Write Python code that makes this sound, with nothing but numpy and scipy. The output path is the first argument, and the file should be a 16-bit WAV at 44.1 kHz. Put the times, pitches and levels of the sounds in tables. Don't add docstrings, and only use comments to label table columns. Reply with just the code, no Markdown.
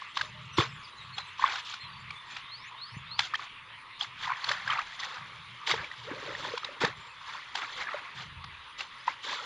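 import sys
import numpy as np
from scipy import signal
from scipy.fft import rfft, irfft, next_fast_len
from scipy.io import wavfile
from scipy.ndimage import uniform_filter1d, map_coordinates

SR = 44100
rng = np.random.default_rng(int(sys.argv[2]) if len(sys.argv) > 2 else 0)


def materialize(psi):
    bounded = np.clip(np.atleast_2d(psi).T, -1, 1)
    quanta = np.round(bounded * 32767).astype(np.int16)
    wavfile.write(sys.argv[1], SR, quanta)


N = 416744


def amp(db):
    return 10 ** (np.asarray(db) / 20)


def unit(x):
    return x / np.sqrt(np.mean(x ** 2) + 1e-20)


def wobble(rate):
    knots = rng.standard_normal(int(N * rate / SR) + 4)
    return map_coordinates(knots, [np.arange(N) * rate / SR])


def filter_length():
    return next_fast_len(N + 8192)


def coloured(x, spectrum):
    m = filter_length()
    hz, db = np.transpose(spectrum)
    bins = np.fft.rfftfreq(m, 1 / SR)
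    gain = amp(np.interp(np.log(bins + 1), np.log(hz + 1), db))
    return irfft(rfft(x, m) * gain, m)[:N]


def swells(starts, lengths, levels_db, rise, fall):
    power = np.zeros(N + 2 * SR)
    for start, length, db in zip(starts, lengths, levels_db):
        t = np.arange(round((length + 5 * fall) * SR)) / SR
        onset = 1 - np.exp(-(t / (rise * length)) ** 2)
        decay = np.exp(-np.maximum(t - length + fall / 2, 0) / fall)
        power[round(start * SR):][:len(t)] += (amp(db) * onset * decay) ** 2
    return np.sqrt(power[:N])


def patchy(depth_db):
    z = signal.stft(rng.standard_normal(N), nperseg=512)[2]
    patches = uniform_filter1d(rng.standard_normal(z.shape), size=6, axis=0)
    patches = uniform_filter1d(patches, size=12, axis=1)
    return unit(signal.istft(z * amp(depth_db * unit(patches)), nperseg=512)[1][:N])


# frequency in Hz, relative level in dB.
HUSH_SPECTRUM = [(170, -17), (780, -19), (900, -3), (1150, 1.5), (1500, -8), (2000, -2.5), (3600, -7.5),
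                 (4500, -17), (5600, -30), (8200, -43), (9600, -28), (13000, -97.5)]


def field_hush():
    hush_db = -48
    return amp(hush_db) * unit(coloured(patchy(depth_db=3.0), HUSH_SPECTRUM))


# start in seconds, length in seconds, level in dB.
GUSTS = [(0.19, 0.613, -52.5), (0.987, 0.25, -57), (1.831, 0.3, -54.5), (2.913, 0.32, -55),
         (4.044, 0.31, -64.5), (4.458, 0.31, -59), (5.17, 0.38, -59.5), (5.713, 0.11, -49.5),
         (5.965, 0.56, -58.5), (6.801, 0.2, -55), (8.138, 0.35, -54.5)]
# frequency in Hz, relative level in dB.
BUFFET_SPECTRUM = [(20, -33), (64, -8), (128, 7), (221, -9.5), (300, -54)]
# gust start in seconds, deep rumble relative to the gust in dB.
DEEP_RUMBLE = [(6, -14), (8.2, 2)]


def breeze():
    start, length, db = np.transpose(GUSTS)
    buffet = coloured(rng.standard_normal(N), BUFFET_SPECTRUM)
    buffet = unit(buffet * amp(1.2 * wobble(12)))
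    deep = unit(coloured(rng.standard_normal(N), [(15, -9), (55, 19.0), (90, 26), (140, -63.0)]))
    deep_db = db + np.interp(start, *np.transpose(DEEP_RUMBLE))
    gusts = swells(start, length, db, rise=0.025, fall=0.018)
    rumble = swells(start, length, deep_db, rise=0.47, fall=0.17)
    return (amp(-68.5) + gusts) * buffet + rumble * deep


# start in seconds, length in seconds,
# start pitch in Hz, end pitch in Hz, peak level in dB before it wavers.
DRONES = [(0.6, 1.4, 98, 91.2, -67), (1.698, 2.4, 124, 109, -65)]


def drone():
    out, waver = np.zeros(N), amp(1.8 * wobble(6))
    for start, length, start_hz, end_hz, db in DRONES:
        u = np.arange(round(length * SR)) / (length * SR)
        hz = start_hz + (end_hz - start_hz) * u
        tone = np.sin(2 * np.pi * np.cumsum(hz) / SR)
        out[round(start * SR):][:len(u)] += amp(db) * np.sin(np.pi * u) ** .5 * tone
    return out * waver


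def twitter():
    last_s, low_hz, high_hz, loudest_db = 2.4, 6300, 8300, -67
    rows = []
    for when, pitch, size in rng.random((45, 3)):
        hz = low_hz + (high_hz - low_hz) * pitch
        rows.append((when * last_s, .02 + .06 * size, hz, hz * (1 - .07 * size), 0, loudest_db - 8 * size))
    return rows


# start in seconds, length in seconds, start pitch in Hz,
# end pitch in Hz, mid-note arch in Hz, peak level in dB before flutter and echo.
BIRD_NOTES = [(.2, .1, 615, 615, 0, -59), (.33, .09, 605, 600, 0, -60), (.525, .045, 6100, 5300, 150, -56),
              (.68, .035, 5450, 5000, 50, -55), (.832, .032, 5600, 4300, -100, -49),
              (.92, .02, 3920, 3840, 50, -46), (.978, .045, 4150, 3600, 80, -44),
              (1.124, .029, 4000, 4050, 280, -41), (1.162, .075, 3700, 3850, 270, -43),
              (1.799, .075, 4240, 4000, 0, -44), (1.875, .17, 4660, 4580, -20, -57),
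              (2.154, .059, 3384, 3480, 135, -43), (6.95, .19, 7380, 7310, -30, -68),
              (8.985, .035, 4650, 5200, 0, -54)]


def bird_notes(unsteady):
    out = np.zeros(N + SR)
    for start, length, start_hz, end_hz, arch_hz, db in BIRD_NOTES + twitter():
        u = np.arange(round(length * SR)) / (length * SR)
        hz = start_hz + (end_hz - start_hz) * u + 4 * arch_hz * u * (1 - u)
        hz *= unsteady[round(start * SR):][:len(u)] ** 2
        tone = np.sin(2 * np.pi * np.cumsum(hz) / SR)
        out[round(start * SR):][:len(u)] += amp(db) * np.sin(np.pi * u) ** .5 * tone
    return out[:N]


# start in seconds, peak level in dB before flutter and echo.
WHISTLES = [(2.464, -36), (2.762, -37), (3.06, -37.5)]
# seconds after its start, pitch in Hz, level relative to its peak in dB.
WHISTLE_COURSE = [(0, 3500, -14), (.044, 3900, -14), (.056, 4150, 0), (.087, 4430, -3), (.115, 4850, -15),
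                  (.175, 5600, -29), (.23, 7200, -28)]


def rising_whistles(unsteady):
    out = np.zeros(N + SR)
    after, hz, level_db = np.transpose(WHISTLE_COURSE)
    t = np.arange(round(after[-1] * SR)) / SR
    for start, db in WHISTLES:
        pitch = np.interp(t, after, hz) * unsteady[round(start * SR):][:len(t)]
        level = amp(db + np.interp(t, after, level_db))
        out[round(start * SR):][:len(t)] += level * np.sin(2 * np.pi * np.cumsum(pitch) / SR)
    return out[:N]


def birds():
    unsteady = 1 + .008 * wobble(200)
    direct = bird_notes(unsteady) + rising_whistles(unsteady)
    direct = direct * amp(3 * wobble(80))
    t = np.arange(SR // 3) / SR
    echo = rng.standard_normal(len(t)) * amp(-60 * t / 0.36)
    echo_db = -7
    return direct + amp(echo_db) * signal.fftconvolve(direct, echo / np.linalg.norm(echo))[:N]


# start in seconds, level in dB before the filter,
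# starting pitch in Hz.
GULPS = [(0.583, -11, 339), (0.591, -8.5, 116), (2.968, -22.5, 131), (4.506, -28.5, 575),
         (5.737, -21.5, 453), (6.113, -25, 291), (6.537, -21, 475), (6.688, -32.5, 555),
         (6.815, -25.5, 320), (6.84, -17.5, 170), (6.835, -16, 472), (7.943, -23, 583)]


def gulps():
    out, t = np.zeros(N + SR), np.arange(SR // 5) / SR
    for start, db, hz in GULPS:
        ring = np.sin(2 * np.pi * hz * t * (1 + 0.27 * t))
        decay = amp(db - 60 * t / 0.045)
        out[round(start * SR):][:len(t)] += decay * (1 - np.exp(-t / 0.0016)) * ring
    return coloured(out[:N], [(30, -20.5), (110, -4), (13000, 6.5)])


# start in seconds, ring level in dB before
# its envelope and the filter, starting pitch in Hz, crack relative to the ring in dB.
PLOPS = [(0.02, -25.5, 1070, -19), (0.17, -16, 1080, 1.5), (0.211, -14.5, 1586, -1.5),
         (0.584, -11.5, 1050, -3.5), (1.181, -20.5, 3250, 0.5), (1.395, -19.5, 1050, -11),
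         (1.424, -18, 950, -20), (1.44, -3.5, 1084, -33), (1.462, -20.5, 3360, -8),
         (1.475, -22.5, 1480, -1), (1.555, -25.5, 1450, 4.5), (1.738, -28, 1420, 3.5),
         (2.105, -24.5, 2300, -4), (2.365, -26.5, 2420, 3.5), (3.19, -17, 3310, 8.5), (3.202, -20, 1600, 1),
         (3.337, -16, 1200, -11), (3.343, -14, 1760, -12), (3.352, -19, 3130, -1.5),
         (3.394, -25.5, 1120, -17), (4.01, -14.5, 3230, -18), (4.276, -19, 980, -13),
         (4.302, -16.5, 1024, -22), (4.318, -17.5, 1030, -22), (4.442, -17.5, 4320, -2),
         (4.489, -16, 3345, 1), (4.514, -14.5, 1710, -1.5), (4.676, -15.5, 1586, -9),
         (4.7, -14.5, 1170, -10), (4.704, -17, 3060, -13), (4.732, -17, 1210, -11), (4.79, -17, 1240, -8.5),
         (5.031, -23, 1840, -2), (5.672, -19, 2090, 0.5), (5.74, -19, 885, -3), (5.843, -24, 2280, -6),
         (5.914, -25, 1880, -9), (6.35, -21.5, 1830, -15), (6.449, -23, 990, -18), (6.575, -21, 980, 0.5),
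         (6.632, -25.5, 1240, -20), (6.645, -20.5, 3770, -2), (6.847, -12.5, 1710, 1),
         (7.552, -24.5, 854, 8.5), (7.87, -21.5, 1670, -30), (7.931, -24, 1120, -21),
         (8.44, -27.5, 1140, -1), (8.806, -22.5, 2740, 2.5), (9.079, -9.5, 954, -38)]


def plops():
    out, t = np.zeros(N + SR), np.arange(SR // 20) / SR
    for start, db, hz, crack_db in PLOPS:
        life = 0.0024 + 0.62 / hz
        envelope = t / life * np.exp(1 - t / life * 1.75)
        ring = envelope * np.sin(2 * np.pi * hz * t * (1 + 0.0093 * t / life))
        burst = (t / 0.0034) ** 2 * np.exp(1 - (t / 0.0027) ** 1.274)
        crack = amp(crack_db) * burst * rng.standard_normal(len(t))
        out[round(start * SR):][:len(t)] += amp(db) * (ring + crack)
    return coloured(out[:N], [(300, -61.0), (800, 0.0), (4500, -1.0), (7000, -22.0), (13000, -52.5)])


def bubbles(count, low_hz, high_hz, cycles, scatter_db, size):
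    when, pitch, life, strength = rng.random((count, 4)).T[:, :, None]
    hz = low_hz * (high_hz / low_hz) ** pitch
    own_cycles = cycles * (.5 + life)
    age = np.arange(size) / SR * hz / own_cycles
    ring = age * np.exp(-2.5 * age) * np.sin(2 * np.pi * own_cycles * age * (1 + 0.031 * age))
    ring *= hz * amp(-scatter_db * np.log(1 - .98 * strength))
    index = (when * N).astype(int) + np.arange(size)
    return unit(np.bincount(index.ravel(), ring.ravel(), N + size)[:N])


# start in seconds, length in seconds,
# slosh level in dB, spray relative to slosh in dB.
SPLASHES = [(0.133, 0.12, -42, -0.5), (0.566, 0.058, -27, -3), (1.16, 0.045, -43, -4),
            (1.371, 0.14, -31.5, -9.5), (1.474, 0.14, -41.5, -1), (1.633, 0.12, -48.5, 6.5),
            (2.25, 0.15, -50, 0), (3.173, 0.095, -41.5, 2), (3.366, 0.091, -44, -5),
            (3.986, 0.058, -40, 0.5), (4.252, 0.091, -33.5, -24), (4.439, 0.11, -34.5, -5),
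            (4.649, 0.11, -31.5, -15.5), (4.737, 0.077, -35, -19), (4.983, 0.087, -38, -2),
            (5.66, 0.072, -29, -2), (6.053, 0.09, -41.5, -24), (6.356, 0.14, -42.5, -1),
            (6.799, 0.06, -24.5, -8.5), (7.244, 0.15, -42, -7.5), (7.536, 0.073, -36, -4.5),
            (7.603, 0.039, -33, -10.5), (7.757, 0.064, -35.5, -4), (7.852, 0.059, -35, -40),
            (7.926, 0.038, -35, -13.5), (8.134, 0.11, -44, -2.5), (8.775, 0.052, -41.5, 2),
            (9.061, 0.045, -35.5, -8.5), (9.212, 0.15, -37, -2)]
# time in seconds, slosh level in dB
# before it wavers, spray relative to slosh in dB.
STIRRING = [(0, -56, 3.5), (0.2, -67, 6.5), (4.1, -75, 5), (4.23, -45, -3), (4.58, -46.5, -5.5),
            (4.92, -46.5, -1), (5.2, -46, -8), (5.6, -63.5, 5), (5.82, -39.5, -9.5), (6.0, -59, 2.5),
            (6.27, -42, -6), (6.57, -44.5, -2), (6.75, -50.5, -6), (7.1, -56.5, -2.5), (7.72, -46.5, -1.5),
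            (8.04, -44, -9), (8.35, -61, -7), (9.2, -58.5, 1.5), (9.45, -41, -2.5)]
# time in seconds, sucking relative to slosh in dB.
MUD = [(0.1, -21), (0.6, -10), (1.5, -28), (4.3, -34), (4.55, -20.5), (4.8, -37), (5.3, -13), (5.75, -11.5),
       (5.95, -17), (6.1, -3.5), (6.5, -6.5), (6.61, -17), (6.72, -5), (6.95, -11.5), (7.25, -25),
       (7.8, -19), (9.4, -16)]
# frequency in Hz, relative level in dB.
SLOSH_SPECTRUM = [(400, -33), (760, -13), (1080, -3.5), (1370, -5.5), (2000, -6), (2800, -14.5),
                  (3600, -71)]
SPRAY_SPECTRUM = [(2000, -25), (2600, -9.5), (3470, -1.5), (4500, -7.5), (5260, -15.5), (7080, -21),
                  (8800, -46.5), (13000, -42.5)]
SUCK_SPECTRUM = [(150, -14.5), (250, -4.5), (450, 3.5), (620, 5), (760, -45)]


def water():
    start, length, db, spray_db = np.transpose(SPLASHES)
    now = np.arange(N) / SR
    when, stir_db, stir_spray_db = np.transpose(STIRRING)
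    stir = amp(np.interp(now, when, stir_db) + 2.26 * wobble(13))
    stir_spray = stir * amp(np.interp(now, when, stir_spray_db))
    rush = 1.8 * rng.standard_normal((3, N))
    clumps = amp(1.7 * wobble(45))
    slosh = bubbles(5000, low_hz=612, high_hz=2705, cycles=5.3, scatter_db=2.0, size=400) + rush[0]
    spray = bubbles(9000, low_hz=2360, high_hz=9650, cycles=10.0, scatter_db=3.0, size=180) + rush[1]
    suck = bubbles(1600, low_hz=230.5, high_hz=844, cycles=6.2, scatter_db=2.0, size=1000) + rush[2]
    flow = np.hypot(swells(start, length, db, rise=0.3, fall=0.029), stir)
    spray_flow = np.hypot(swells(start, length, db + spray_db, rise=0.16, fall=0.028), stir_spray)
    slosh = unit(coloured(slosh, SLOSH_SPECTRUM) * clumps) * flow
    spray = unit(coloured(spray, SPRAY_SPECTRUM) * clumps) * spray_flow
    thickness = amp(np.interp(now, *np.transpose(MUD)))
    return slosh + spray + unit(coloured(suck, SUCK_SPECTRUM)) * flow * thickness


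# frequency in Hz, gain in dB.
FLICKER_FILTER = [(3000, -81), (4000, -47), (5500, -8), (12500, -10)]


def scene():
    heard = field_hush() + breeze() + drone() + birds() + gulps() + plops() + water()
    flicker = coloured(heard * wobble(150), FLICKER_FILTER)
    return np.array([heard + flicker, heard - flicker])


# frequency in Hz, gain in dB.
MIC_COLOUR = [(2700, -0.5), (3400, 0), (4050, -1.5), (4600, -1.5), (5300, 0)]


def record(dry):
    top_hz = 13100
    m = filter_length()
    heard = rfft([coloured(x, MIC_COLOUR) for x in dry], m)
    kept = np.fft.rfftfreq(m, 1 / SR) < top_hz
    return irfft(heard * kept, m)[:, :N]


dry = scene()
out = record(dry)
materialize(out)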